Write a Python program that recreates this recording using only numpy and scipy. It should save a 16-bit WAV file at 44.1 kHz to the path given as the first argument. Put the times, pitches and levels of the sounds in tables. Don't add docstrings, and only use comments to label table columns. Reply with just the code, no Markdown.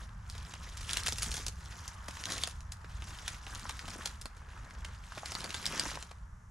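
import sys
import numpy as np
from scipy import signal
from scipy.fft import rfft, irfft, next_fast_len
from scipy.io import wavfile
from scipy.ndimage import uniform_filter1d, map_coordinates

SR = 44100
rng = np.random.default_rng(int(sys.argv[2]) if len(sys.argv) > 2 else 0)


def inscribe(sig):
    pcm = np.round(np.clip(np.atleast_2d(sig).T, -1, 1) * 32767)
    wavfile.write(sys.argv[1], SR, pcm.astype(np.int16))


N = 286826


def amp(db):
    return 10 ** (np.asarray(db) / 20)


def unit(x):
    return x / np.sqrt(np.mean(x ** 2) + 1e-20)


def burst(x):
    energy = np.sum(x ** 2) + 1e-20
    return x * np.sqrt(SR / 100 / energy)


def along(points, hz):
    f, value = np.transpose(points)
    return np.interp(np.log(hz + 1), np.log(f + 1), value)


def curves(rows):
    s, *columns = np.transpose(rows)
    return [np.interp(np.arange(N) / SR, s, column) for column in columns]


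def wobble(rate):
    knots = rng.standard_normal(int(N * rate / SR) + 4)
    return map_coordinates(knots, [np.arange(N) * rate / SR])


def filtered(x, response):
    size = x.shape[-1]
    m = next_fast_len(size + 4096)
    return irfft(rfft(x, m) * response(np.fft.rfftfreq(m, 1 / SR)), m)[..., :size]


def coloured(x, spectrum):
    return filtered(x, lambda hz: amp(along(spectrum, hz)))


def resonance(f, hz, q):
    damping = 1j * f * hz / q
    return damping / (hz * hz - f * f + damping)


def add(track, s, sound):
    part = track[max(round(s * SR), 0):][:len(sound)]
    part += sound[:len(part)]


# f/Hz, coherence (1 = identical)
COHERENCE = [(70, 1), (150, 1), (400, 0.6), (1300, 0.35), (3500, 0.45), (7000, 0.91), (14000, 0.44)]


def air(spectrum):
    def mid_side(hz):
        angle = np.arccos(np.clip(along(COHERENCE, hz), -1, 1)) / 2
        return amp(along(spectrum, hz)) * [np.cos(angle), np.sin(angle)]
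    mid, side = filtered(rng.standard_normal((2, N)), mid_side)
    return unit(np.array([mid + side, mid - side]))


# f/Hz, density/dB
RUMBLE_SPECTRUM = [(10, -21), (25, -10), (40, -3.5), (52, -0.5), (70, -2), (90, -6), (115, -10.5),
                   (140, -17), (165, -15), (230, -26.5), (330, -48.5), (700, -65)]
RUSH_SPECTRUM = [(150, -17), (400, -15.5), (700, -7.5), (950, 1), (1300, 0.5), (1700, -2.5), (1950, -7.5),
                 (2400, -16.5), (6000, -28.5)]
HISS_SPECTRUM = [(1000, 11), (3800, -17), (5800, 6.5), (8000, 2), (10000, 2.5), (13000, -5), (16000, -19)]
# t/s, level/dB
RUMBLE_SWELL = [(0, -47), (1.2, -44), (2.3, -49.5), (3.2, -46.5), (4.3, -50.5), (4.9, -48), (5.4, -50),
                (6.5, -49.5)]
# t/s, level/dB
RUSH_LEVEL = [(0, -60), (1.6, -60), (2.15, -54), (2.65, -61.5), (3.2, -56), (3.7, -58.5), (4.7, -60.5),
              (5.6, -57.5), (6.2, -63.5), (6.5, -65.5)]


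def background(rumble_db=-1, rush_db=-1, hiss_db=-73, swell_db=1.77):
    low_db, = curves(RUMBLE_SWELL)
    uneven_db, = curves(RUSH_LEVEL)
    rumble = amp(low_db + rumble_db + swell_db * wobble(16)) * air(RUMBLE_SPECTRUM)
    rush = amp(uneven_db + rush_db + 0.72 * wobble(2.92)) * air(RUSH_SPECTRUM)
    return rumble + rush + amp(hiss_db) * air(HISS_SPECTRUM)


# full effort t/s, rise/s, hold/s,
# scrape level/dB, boot weight level/dB, treble tilt/dB (thin twigs are brighter)
BODY_PUSHES = [(0, 0.098, 0.0067, -61.5, -59.5, 2), (0.348, 0.18, 0.52, -57.5, -64.5, -3),
               (0.927, 0.22, 0.1, -47, -57, -0.5), (1.238, 0.29, .14, -50.5, -57.5, 6),
               (1.646, 0.23, 0.27, -59.5, -63.5, 0.5), (2.325, 0.35, 0.072, -47, -54.5, -0.5),
               (3.05, 0.34, 0.28, -56.5, -63.5, -2), (3.5, 0.11, .22, -54.5, -60.5, -0.5),
               (3.909, 0.43, .14, -54, -58, -1.5), (4.514, 0.46, 0.38, -66, -63, -4.5),
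               (5.323, 0.41, 0.15, -50, -58, -3), (5.728, 0.47, 0.16, -46, -52, -3)]
RISE_DB, RELEASE_DB_PER_S = 21, 104


def effort():
    t = np.arange(N) / SR
    drag, tread, tilt = np.zeros((3, N))
    for s, rise, hold, scrape_db, weight_db, tilt_db in BODY_PUSHES:
        before_db = -RISE_DB * np.maximum(s - t, 0) / rise
        after_db = -RELEASE_DB_PER_S * np.maximum(t - s - hold, 0)
        shape_db = before_db + after_db
        power = amp(scrape_db + shape_db) ** 2
        drag += power
        tilt += power * tilt_db
        tread += amp(weight_db + shape_db) ** 2
    return 10 * np.log10(drag + 1e-20), 10 * np.log10(tread + 1e-20), tilt / (drag + 1e-20)


def grains(rate, low_hz, high_hz, cycles, spread_db):
    count = int(rate * N / SR)
    when, stem, phase = rng.random((3, count, 1))
    hz = low_hz * (high_hz / low_hz) ** stem
    size = hz * amp(spread_db * np.minimum(rng.standard_normal((count, 1)), 2))
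    step = np.arange(int(4 * cycles * SR / low_hz))
    age = step / SR * hz / cycles
    envelope = size * age * np.exp(-3 * age)
    ring = envelope * np.sin(2 * np.pi * (hz * step / SR + phase))
    position = (when * N).astype(int) + step
    return unit(np.bincount(position.ravel(), ring.ravel(), N)[:N])


def patchy(x, depth_db):
    z = signal.stft(x, nperseg=128)[2]
    field = rng.standard_normal(z.shape)
    for _ in range(2):
        field = uniform_filter1d(uniform_filter1d(field, size=4, axis=0), size=4, axis=1)
    gain = amp(depth_db * np.minimum(unit(field), 2.5))
    return unit(signal.istft(z * gain, nperseg=128)[1][:N])


# f/Hz, gain/dB
TWIG_COLOUR = [(800, -14), (1500, -4), (2300, -4), (3200, -2.5), (4400, -5), (5800, -2), (7400, -4.5),
               (10000, -6.5), (12000, -6.5), (16000, -24)]


def rustle(drag_db, tilt_db, scrape_db=0.5, tick_db=-6, catch_db=2.5, hinge_hz=3800):
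    scrape = grains(rate=9000, low_hz=1100, high_hz=15000, cycles=1.5, spread_db=2)
    scrape = patchy(scrape, depth_db=3.2)
    ticks = grains(rate=200, low_hz=2000, high_hz=11000, cycles=3.5, spread_db=6)
    catching = unit(amp(catch_db * wobble(47)))
    twigs = amp(scrape_db) * catching * unit(coloured(scrape, TWIG_COLOUR))
    twigs += amp(tick_db) * unit(coloured(ticks, TWIG_COLOUR))
    thick = filtered(twigs, lambda hz: 1 / (1 + (hz / hinge_hz) ** 4))
    thin = twigs - thick
    return amp(drag_db - tilt_db / 2) * thick + amp(drag_db + tilt_db / 2) * thin


# f/Hz, gain/dB
LITTER_COLOUR = [(120, -12), (250, -26), (480, -12), (1000, 2.5), (1700, 2.5), (2600, -10.5), (5000, -59),
                 (10000, -55)]
SOIL_COLOUR = [(90, -14), (160, 3), (260, -2.5), (420, -6.5), (700, -3), (1500, -33), (4000, -68)]


def boots(tread_db, crunch_db=3.0, clump_db=2, soil_db=-51, heft=1.34):
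    stalks = grains(rate=1100, low_hz=300, high_hz=2910, cycles=1.7, spread_db=5)
    soil = grains(rate=400, low_hz=135, high_hz=667, cycles=1.0, spread_db=3.5)
    clumps = unit(amp(clump_db * wobble(45)))
    weight_db = soil_db + heft * (tread_db - tread_db.max())
    crunch = amp(tread_db + crunch_db) * unit(coloured(stalks, LITTER_COLOUR))
    return clumps * (crunch + amp(weight_db) * unit(coloured(soil, SOIL_COLOUR)))


SMALL_PER_S, SMALL_DB, SMALL_KNOCK_DB, SMALL_SPREAD_DB = 22, -2, -2.5, 3
SMALL_HZ, SMALL_SPREAD_OCT = 4450, 0.5


def small_snaps(drag_db, tread_db):
    count = int(SMALL_PER_S * N / SR)
    when, clean = rng.random((count, 2)).T
    size, pitch, wood = np.clip(rng.standard_normal((count, 3)), -2, 2).T
    at = ((np.arange(count) + when) / count * N).astype(int)
    level_db = drag_db[at] + SMALL_DB + SMALL_SPREAD_DB * size
    hz = SMALL_HZ * 2 ** (SMALL_SPREAD_OCT * pitch)
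    knock_db = tread_db[at] + SMALL_KNOCK_DB + SMALL_SPREAD_DB * wood
    return np.transpose([at / SR, level_db, hz, clean, knock_db])


# t/s, level/dB, f/Hz,
# share of clean break against splintering (0-1, limited when played), wood knock level/dB
LOUD_SNAPS = [(0.2995, -48, 6000, 1, -61), (0.3513, -57, 2980, .3, -52.5), (0.5382, -48.5, 2920, 0.14, -50),
              (0.7722, -46.5, 4500, 0, -66), (0.8105, -48, 4730, 0.1, -61), (0.8938, -42.5, 4180, 0.7, -65),
              (0.9103, -40, 3700, .25, -60), (0.9333, -35, 4850, 0.9, -57), (0.9713, -33, 4200, 0.5, -50),
              (1.0636, -30.5, 4450, 0, -46), (1.083, -35.5, 5030, 0.6, -40.5),
              (1.1238, -38.5, 4740, 0.45, -42.5), (1.131, -43, 6300, 0.9, -65),
              (1.185, -38.5, 6250, 0.1, -52), (1.2231, -35, 4650, 0.04, -55), (1.2311, -34.5, 5400, 0, -50),
              (1.3168, -41, 4170, 0.37, -58), (1.342, -39.5, 6000, 0.24, -47.5),
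              (1.3683, -41, 5400, 0.17, -72), (1.3789, -47, 5400, 0.4, -46.5), (1.4663, -38, 5750, .6, -45),
              (1.4833, -39.5, 6300, 0.67, -48), (1.8798, -44, 6600, 0.57, -55), (2.0835, -44, 5000, 0, -43),
              (2.1692, -57, 4200, 0.2, -46), (2.2388, -44, 2960, .85, -70), (2.2564, -40, 3530, 0.7, -64),
              (2.3024, -40.5, 3300, 0, -52), (2.3215, -37, 4900, 0.3, -52), (2.3813, -43, 5340, 0.6, -61),
              (2.4368, -33, 3940, 0.97, -44), (2.4747, -41, 6200, 0.4, -45), (2.6067, -57, 5500, 0.7, -65),
              (2.7216, -43.5, 7100, .35, -58), (2.845, -68, 2400, 0, -50.5),
              (3.0224, -53, 3170, 0.9, -49.5), (3.2805, -37, 3120, 0.2, -48),
              (3.4671, -53.5, 3270, 0.7, -44.5), (3.549, -47, 5160, 0.04, -68),
              (3.6941, -40.5, 4060, 0.04, -53), (3.793, -47, 2200, 0.94, -61),
              (3.881, -48.5, 3950, 0, -46.5), (4.0582, -35.5, 4700, 0.3, -43),
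              (4.2151, -46, 8240, 0.35, -60), (4.2572, -45.5, 4400, 0.74, -45.5),
              (4.368, -61.5, 5600, 0, -66), (4.709, -57.5, 2400, .85, -71), (4.8482, -46.5, 2830, 0.3, -53),
              (5.179, -51, 3300, 0, -43), (5.2587, -42.5, 4730, 0.34, -50), (5.319, -43, 5500, 0.04, -43),
              (5.3523, -40, 4660, 1, -41), (5.406, -47.5, 3670, .6, -49.5), (5.4424, -42, 3800, 0, -43.5),
              (5.5059, -44.5, 3200, 0.6, -65), (5.5446, -39.5, 3160, .4, -44.5),
              (5.6566, -37.5, 4600, 0.94, -63), (5.6649, -34, 5430, .65, -63), (5.7782, -46, 6040, .6, -62),
              (5.7969, -31, 6000, 0.83, -52), (5.9153, -56, 5700, .5, -44), (5.956, -49, 3850, 0.65, -49),
              (6.0266, -47, 3950, 0.68, -52), (6.1126, -56, 2900, 0, -49)]
# f/Hz, gain/dB
CRACK_COLOUR = [(200, -7.5), (1500, 3.5), (7000, 2), (10000, 4.5), (12000, 0), (16000, -13)]


def snaps(rows, twig_q=1.5, splinter_q=0.41, wood_hz=850, wood_t60=0.028, wood_db=-2, debris_db=-18):
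    cracks, wood = np.zeros(N), np.zeros(N)
    lead = SR // 250
    t = (np.arange(SR // 7) - lead) / SR
    tearing = np.exp(-abs(t) / np.where(t < 0, .0017, .0035))
    debris = amp(debris_db - 60 * abs(t) / .16) * (t > 0)
    for s, db, hz, clean, knock_db in rows:
        clean = np.clip(clean, 0, .85)
        rupture, fibres, shake = rng.standard_normal((3, len(t)))
        spurts = map_coordinates(rng.standard_normal(len(t)), [np.arange(len(t)) * 700 / SR])

        rupture = rupture * np.exp(-abs(t) / (0.0018 * (1 - clean)))
        kick = burst(filtered(rupture, lambda f: resonance(f, hz, twig_q) * resonance(f, hz, 0.19)))
        fibres = fibres * (amp(1.3 * spurts) * tearing + amp(9.6 * spurts) * debris)
        splinters = burst(filtered(fibres, lambda f: resonance(f, hz, splinter_q)))
        crack = np.sqrt(clean) * kick + np.sqrt(1 - clean) * splinters

        stem_hz = hz * np.exp(rng.normal(-0.16, 0.33))
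        crack = filtered(crack, lambda f: 1 + 0.96 * resonance(f, stem_hz, 27))
        add(cracks, s - lead / SR, amp(db) * burst(crack))

        shake = shake * (t >= 0) * amp(-60 * abs(t) / wood_t60)
        knock = filtered(shake, lambda f: resonance(f, wood_hz, 0.39) ** 2)
        add(wood, s - lead / SR, amp(knock_db + wood_db) * burst(knock))
    return coloured(cracks, CRACK_COLOUR) + wood


def crush(hz, q, t60):
    t = np.arange(SR // 10) / SR
    shock = rng.standard_normal(len(t)) * amp(-60 * t / t60)
    return burst(filtered(shock, lambda f: resonance(f, hz, q) ** 2))


# t/s, level/dB (over 10 ms), f/Hz
BOOT_BLOWS = [(1.126, -50.5, 286), (1.398, -52.5, 330), (2.085, -50, 284), (2.299, -52, 290),
              (2.473, -46, 1400), (3.654, -43.5, 1040), (3.695, -44, 1010), (3.956, -50.5, 290),
              (4.255, -52, 288), (5.121, -47.5, 1180), (5.174, -47, 600), (5.232, -44.5, 830),
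              (5.451, -49, 534), (5.767, -49.5, 292), (5.855, -43.5, 905), (5.864, -46.5, 302),
              (5.972, -44, 916)]


def knocks():
    out = np.zeros(N)
    for s, db, hz in BOOT_BLOWS:
        add(out, s, amp(db) * crush(hz, q=1.34, t60=0.021))
    return out


# f/Hz, left lead/rad
PORT_PHASE = [(200, 0.015), (1300, 0.18), (2500, -0.71), (4500, -0.58), (7000, 0.056), (12000, 0.54)]


def thicket(x, near_db=-9.5, far_db=-16, far_t60=0.27):
    t = np.arange(SR // 3) / SR
    wet = np.zeros((2, N))
    hop = SR // 4
    for start in range(0, N, hop):
        near, far = rng.standard_normal((2, 2, len(t))) * (1 - np.exp(-t / 0.0025))
        near = near * amp(-60 * t / .07)
        far = far * amp(-60 * t / far_t60)
        tail = amp(near_db) * near / np.linalg.norm(near[0])
        tail += amp(far_db) * far / np.linalg.norm(far[0])
        for side, answer in zip(wet, tail):
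            add(side, start / SR, signal.fftconvolve(x[start:start + hop], answer))
    opposite = np.array([[1], [-1]])
    direct = filtered(x, lambda hz: np.exp(.5j * along(PORT_PHASE, hz) * opposite))
    return direct + wet


def scene():
    drag_db, tread_db, tilt_db = effort()
    outdoors = background()
    walker = snaps(LOUD_SNAPS) + knocks()
    walker += rustle(drag_db, tilt_db) + boots(tread_db)
    walker += snaps(small_snaps(drag_db, tread_db))
    return thicket(walker) + outdoors


# f/Hz, gain/dB
MICROPHONE_RESPONSE = [(7300, 1.5), (8300, -3), (10000, -1.5), (11000, -8), (14200, -8.5), (15800, -21)]
# f/Hz, left minus right/dB
PORT_BALANCE = [(150, -0.5), (1200, 1.4), (2400, -1), (4400, -0.5), (8000, .5), (13000, 3)]
TOP_HZ = 15800


def record(dry):
    opposite = np.array([[1], [-1]])
    ports = coloured(dry, MICROPHONE_RESPONSE)
    ports = filtered(ports, lambda hz: amp(along(PORT_BALANCE, hz) / 2 * opposite))
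    return filtered(ports, lambda hz: hz < TOP_HZ)


dry = scene()
out = record(dry)
inscribe(out)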